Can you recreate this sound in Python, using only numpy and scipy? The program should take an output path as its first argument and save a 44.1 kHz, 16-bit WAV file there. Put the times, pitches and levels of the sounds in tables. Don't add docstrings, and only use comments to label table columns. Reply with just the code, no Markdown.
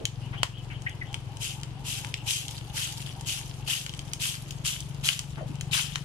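import sys
import numpy as np
from scipy import signal
from scipy.fft import rfft, irfft
from scipy.io import wavfile
from scipy.ndimage import uniform_filter1d, map_coordinates

SR = 44100
rng = np.random.default_rng(int(sys.argv[2]) if len(sys.argv) > 2 else 0)


def generate_wav(signal):
    frames = np.transpose(np.atleast_2d(signal))
    scaled = np.clip(frames, -1, 1) * 32767
    pcm = np.round(scaled).astype(np.int16)
    wavfile.write(sys.argv[1], SR, pcm)


N = 266408
T = np.arange(N) / SR


def amp(db):
    return 10 ** (np.asarray(db) / 20)


def unit(x):
    return x / np.sqrt(np.mean(x ** 2) + 1e-20)


def read(points, hz):
    f, value = np.transpose(points)
    return np.interp(np.log(hz + 1), np.log(f + 1), value)


def shaped(x, response):
    size = x.shape[-1]
    return irfft(rfft(x) * response(np.fft.rfftfreq(size, 1 / SR)), size)


def coloured(x, points):
    return unit(shaped(x, lambda hz: amp(read(points, hz))))


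def add(mix, s, sound):
    part = mix[..., max(round(s * SR), 0):][..., :sound.shape[-1]]
    part += sound[..., :part.shape[-1]]


def pair(size, correlation):
    a, b = rng.standard_normal((2, size))
    return np.array([a, correlation * a + np.sqrt(1 - correlation ** 2) * b])


def wander(shape, samples):
    return unit(uniform_filter1d(rng.standard_normal(shape), size=samples))


def swell(t, peak_s):
    return t / peak_s * np.exp(1 - t / peak_s)


def smoothed(x, seconds):
    keep = np.exp(-1 / (seconds * SR))
    return signal.lfilter([1 - keep], [1, -keep], x)


def air(level_db=-45.5, rumble_hz=81):
    # (frequency [Hz], relative level [dB])
    spectrum = [(15, -8.5), (45, 5), (80, 4), (130, 3), (200, -10), (300, -7.5), (550, -13.5), (850, -12),
                (1400, -21), (3000, -24), (4500, -24), (8000, -35.5), (11000, -36.5), (16000, -65)]
    # (frequency [Hz], correlation [0-1])
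    coherence = [(30, 0.9), (150, 0.72), (350, 0.93), (700, 0.45), (2000, 0), (15000, 0)]
    # (time [s], gain [dB])
    rumble_drift = [(0, -1.5), (4.2, -2), (4.8, 3), (6.04, 5.5)]
    left, other = rng.standard_normal((2, N))
    right = shaped(left, lambda hz: read(coherence, hz))
    right += shaped(other, lambda hz: np.sqrt(1 - read(coherence, hz) ** 2))
    wash = amp(level_db) * coloured(np.array([left, right]), spectrum)
    deep = shaped(wash, lambda hz: 1 / (1 + (hz / rumble_hz) ** 4))
    return wash - deep + deep * amp(np.interp(T, *np.transpose(rumble_drift)))


def engine(swell_s=0.0064, lead_s=0.0055, harmonic_db=-19):
    # (time [s], firing rate [1/s])
    speed = [(0.0, 22.39), (1.25, 21.7), (1.75, 23.22), (2.8, 23.4), (3.25, 22.14), (4.8, 23.13),
             (6.04, 23.69)]
    # (time [s], level [dB], resonance [Hz])
    exhaust = [(.3, -30.5, 119), (1.0, -34, 119.7), (2.2, -34.5, 120), (3.3, -34.5, 127), (4.6, -34, 131.4),
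               (6.04, -29.5, 139)]
    when, levels, resonances = np.transpose(exhaust)
    cycles = np.cumsum(np.interp(T, *np.transpose(speed))) / SR
    firings = T[1:][np.diff(np.floor(cycles)) > 0]
    t, out = np.arange(SR // 16) / SR, np.zeros(N)
    for s in firings:
        hz = np.interp(s, when, resonances) * (1 + 0.014 * rng.standard_normal())
        thud = -swell(t, swell_s) * np.cos(2 * np.pi * hz * (t - lead_s))
        add(out, s - lead_s, amp(np.interp(s, when, levels)) * thud)
    second_harmonic = amp(np.mean(levels) + harmonic_db) * np.sin(2 * np.pi * 2 * cycles)
    return out + second_harmonic


def sandals(scuff_peak_s=0.013, roughness=0.057):
    # (time [s], level [dB], centre [Hz], width [Hz])
    scuffs = [(0, -39.5, 464, 300), (.327, -42.5, 1150, 2450), (.698, -46, 2160, 870),
              (.861, -45, 2450, 1030), (5.369, -43.5, 700, 1760), (5.403, -39, 600, 149),
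              (5.49, -46, 280, 200)]
    # (time [s], duration [s], level [dB], start pitch [Hz], end pitch [Hz])
    squeaks = [(0.862, 0.0174, -28, 1843, 2130), (1.011, 0.021, -35, 2000, 1880)]
    t, out = np.arange(SR // 3) / SR, np.zeros((2, N))
    for s, db, hz, width in scuffs:
        grit = unit(shaped(pair(len(t), 0.52), lambda f: 1 / (1 + ((f - hz) / width) ** 2) ** 2))
        add(out, s, amp(db) * grit * swell(t, scuff_peak_s))
    for s, length, db, start_hz, end_hz in squeaks:
        slide = np.minimum(t / length, 1)
        slip = 1 + roughness * wander(len(t), 40)
        cycles = np.cumsum((start_hz + (end_hz - start_hz) * slide) * slip) / SR
        add(out, s, amp(db) * np.sqrt(2) * np.sin(np.pi * slide) * np.sin(2 * np.pi * cycles))
    return out


def snaps(wood_hz=3050, wood_s=0.00097, splinter_s=0.0016, scatter_s=0.034, twig_count=14):
    # (time [s], level [dB], low knock [dB], treble crispness [dB])
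    stalks = [(0.054, -23.5, -23, -2.5), (.432, -19.5, -0.5, -2), (.895, -45.5, -13, 18),
              (1.143, -32.5, -10, -2), (1.37, -44.5, -3, 4), (1.6332, -37.5, -4, 0.5), (2.047, -36, 3, -2),
              (2.141, -28, -23, -10.5), (2.308, -24, -26, 3), (2.482, -33, -34, 1), (3.21, -40.5, -13, 7),
              (3.8637, -32, -2.5, -1.5), (3.894, -36, -22, -3), (3.9378, -38.5, -11, -5),
              (3.992, -36, -19, -1.5), (4.1344, -28, -6, 7.5), (4.5086, -36, -6, 10.5),
              (4.805, -33, -18, 15), (5.089, -16.5, -20, -10), (5.192, -23.5, -5.5, 4.5),
              (5.6105, -35, -3, 5.5), (5.9574, -26.5, -2.5, -2.5)]
    twigs = [(when * T[-1], -54 + 10 * force, -10, 5.5) for when, force in rng.random((twig_count, 2))]
    t, out = np.arange(-64, 4032) / SR, np.zeros((2, N))
    ring = amp(-22) * np.exp(-abs(t) / wood_s) * np.cos(2 * np.pi * wood_hz * t)
    crack = (t == 0) + (t > 0) * ring
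    debris = (t > 0) * (amp(-11) * np.exp(-abs(t) / splinter_s) + amp(-34) * np.exp(-abs(t) / scatter_s))
    for s, db, knock_db, crisp_db in stalks + twigs:
        colour = [(60, knock_db + 5), (300, knock_db - 9.5), (1200, knock_db), (3000, 0),
                  (6500, crisp_db), (10500, crisp_db - 11.5), (16000, crisp_db - 22)]
        snap = coloured(crack + debris * pair(len(t), 0.22), colour)
        crack_rms = np.sqrt(np.mean(snap[:, t < 0.0035] ** 2))
        add(out, s + t[0], amp(db) * snap / crack_rms)
    return out


def whooping_bird(first_s=0.105, period_s=0.2288, length_s=0.18, low_hz=690, high_hz=990):
    # (time [s], relative level [dB])
    levels = [(.2, -49.5), (1.6, -47.5), (3.2, -49), (4.6, -58), (5.8, -49)]
    echo_s, echo_db = 0.19, -2
    slide, out = np.linspace(0, 1, int(length_s * SR)), np.zeros(N)
    envelope = np.sin(np.pi * slide ** 1.6)
    starts = np.arange(first_s, T[-1], period_s)
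    for s, (late, force, detune) in zip(starts, rng.standard_normal((len(starts), 3))):
        hz = (low_hz + (high_hz - low_hz) * slide ** 1.5) * (1 + 0.0142 * detune)
        flutter = unit(0.75 + wander(len(slide), 500))
        gain = amp(np.interp(s, *np.transpose(levels)) + 1.7 * force)
        whoop = gain * flutter * envelope * np.sin(2 * np.pi * np.cumsum(hz) / SR)
        add(out, s + 0.00586 * late, whoop)
        add(out, s + echo_s, amp(echo_db) * whoop)
    return np.array([out, out])


def chirping_bird(length_s=0.1, arch=0.22, roughness=0.029):
    # (time [s], relative level [dB], top pitch [Hz])
    chirps = [(0.199, -49, 2860), (0.351, -43, 3180), (0.523, -43, 3240), (.69, -48, 3140),
              (0.851, -44.5, 3160), (1.04, -48.5, 3400), (2.141, -45, 2900)]
    arc, out = np.sin(np.linspace(0, np.pi, int(length_s * SR))), np.zeros(N)
    for s, db, top_hz in chirps:
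        waver, rasp = wander((2, len(arc)), 110)
        cycles = np.cumsum(top_hz * (1 - arch * (1 - arc)) * (1 + roughness * waver)) / SR
        add(out, s, amp(db) * arc * unit(0.6 + rasp) * np.sin(2 * np.pi * cycles))
    return np.array([out, out])


def crackle(spectrum, per_s, spread_db, ring_s, correlation, kinds=24):
    t, out = np.arange(256) / SR, np.zeros((2, N))
    ticks = (rng.random(N) < per_s / SR) * amp(spread_db * np.minimum(rng.exponential(1, N), 4.5))
    leaf = rng.integers(0, kinds, N)
    for k in range(kinds):
        burst = unit(pair(len(t), correlation) * np.exp(-t / ring_s))
        out += signal.oaconvolve((ticks * (leaf == k))[None], burst, axes=1)[:, :N]
    return coloured(out, spectrum)


def clumped(x, clump_db, patchy_db):
    spectra = signal.stft(x, nperseg=256)[2]
    clumps = wander(spectra.shape[2], 4)
    bands = uniform_filter1d(rng.standard_normal(spectra.shape[1:]), size=6, axis=0)
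    patches = unit(uniform_filter1d(bands, size=5, axis=1))
    spectra *= amp(clump_db * clumps + patchy_db * patches)
    return unit(signal.istft(spectra, nperseg=256)[1][:, :N])


def tumbling(rate_hz=25, depth_db=2):
    slow = shaped(rng.standard_normal(N), lambda hz: np.exp(-(hz / rate_hz) ** 2))
    return amp(depth_db * unit(slow))


def broom(stroke_s=0.07, scrape_peak=0.48):
    # (time [s], rise [s], hiss [dB], scrape [dB], settling [dB], settling time to -60 dB [s])
    sweeps = [(1.388, 0.042, -30, -51, -59, 0.31), (1.83, .063, -29.5, -52, -32, 0.78),
              (2.247, 0.054, -22.5, -64, -37.5, 1.61), (2.722, 0.064, -26.5, -39, -29, 0.93),
              (3.248, 0.04, -26, -44, -39.5, 1.11), (3.655, 0.052, -22.5, -33, -47, 1.5),
              (4.184, 0.049, -23, -47, -37, 0.87), (4.636, 0.026, -25, -43, -33.5, 0.55),
              (5.024, 0.04, -22.5, -36.5, -29.5, 0.61), (5.706, 0.041, -22, -27.5, -35.5, 0.84)]
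    # (frequency [Hz], relative level [dB])
    leaves = [(300, -61), (1000, -16), (1800, -10.5), (2600, -2), (4000, 0.5), (5500, 2), (7000, 2),
              (9000, -4), (11000, 0), (12500, -6), (14500, -10), (16000, -39)]
    # (frequency [Hz], relative level [dB])
    ground = [(200, -44), (700, -2), (1400, 4.5), (2400, 5.5), (3500, 14), (5000, 10), (8000, -33),
              (16000, -36)]
    hiss = crackle(leaves, per_s=7000, spread_db=2.6, ring_s=0.00024, correlation=0.24)
    hiss = clumped(hiss, clump_db=0, patchy_db=1.5)
    scrape = crackle(ground, per_s=2500, spread_db=1.35, ring_s=0.00059, correlation=0.16)
    scrape = clumped(scrape, clump_db=-3.5, patchy_db=5)
    fine = crackle(leaves, per_s=2600, spread_db=3.3, ring_s=0.00056, correlation=0.039)
    coarse = crackle(ground, per_s=540, spread_db=5.6, ring_s=0.00034, correlation=0.5)
    settle = clumped(fine + amp(-3) * coarse, clump_db=2.5, patchy_db=3) * tumbling()
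    out = amp(-62.5) * settle
    for s, rise, hiss_db, scrape_db, settle_db, t60 in sweeps:
        t = np.maximum(T - s, 0)
        length = stroke_s + rise
        contact = 1 - np.exp(-(t / rise) ** 2)
        out += hiss * amp(hiss_db) * contact * np.exp(-(t / length) ** 2)
        out += scrape * amp(scrape_db) * swell(t, scrape_peak * length) ** 2
        out += settle * amp(settle_db - 60 * t / t60) * contact
    return out


def trees(x, t60, echoes_per_s=2500):
    t = np.arange(SR // 2) / SR
    taps = rng.choice([-1., 1.], (2, len(t))) * (rng.random((2, len(t))) < echoes_per_s / SR)
    taps *= amp(-60 * t / t60) * (t > 0.004)
    return signal.fftconvolve(x, taps / np.linalg.norm(taps[0]), axes=1)[:, :N]


def left_port(x, size=4096):
    # (frequency [Hz], gain [dB])
    response = [(30, -2), (140, 6.5), (300, 3.5), (600, 0), (1000, 3), (1500, 4), (1900, 2), (2500, 6.5),
                (3080, 10), (3600, 2), (4300, -2), (7000, 1), (9200, 4.5), (10800, -3.5)]
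    log_gain = np.log(amp(read(response, abs(np.fft.fftfreq(size, 1 / SR)))))
    cavity = np.fft.ifft(np.exp(signal.hilbert(log_gain).conj())).real
    return signal.oaconvolve(x, cavity[:size // 2])[:N]


def gain_control(x, threshold_db=-37.5, share=0.34, recover_db_per_s=21.5):
    sense_hz, sense_s, attack_s = 800, 0.011, 0.011
    bright = shaped(x, lambda hz: hz ** 2 / (hz ** 2 + sense_hz ** 2))
    level_db = 10 * np.log10(smoothed(np.mean(bright ** 2, axis=0), sense_s) + 1e-12)
    duck_db = share * np.maximum(level_db - threshold_db, 0)
    recovery = recover_db_per_s * T
    held_db = np.maximum.accumulate(duck_db + recovery) - recovery
    return x * amp(-smoothed(held_db, attack_s))


def scene():
    # (time [s], left delay [s], left gain [dB])
    bearing = [(0, .00016, 0), (1.3, 0.00039, 2), (4.3, 0.00035, 1), (5.0, .00017, 0.5),
               (6.04, 0.00022, 5.5)]
    when, delays, gains = np.transpose(bearing)
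    delay, left_db = np.interp(T, when, delays), np.interp(T, when, gains)
    near = broom() + snaps() + sandals()
    near[0] = amp(left_db) * map_coordinates(near[0], [(T - delay) * SR], order=5)
    birds = whooping_bird() + chirping_bird()
    far = amp(-5.5) * birds + amp(-10.5) * trees(birds, t60=0.13) + engine()
    return near + amp(-9.5) * trees(near, t60=0.23) + far + air()


def record(dry, edge_hz=15900):
    ports = np.array([left_port(dry[0]), dry[1]])
    low_pass = signal.firwin(255, edge_hz, window=("kaiser", 8), fs=SR)
    return signal.oaconvolve(gain_control(ports), low_pass[None], "same", axes=1)


dry = scene()
out = record(dry)
generate_wav(out)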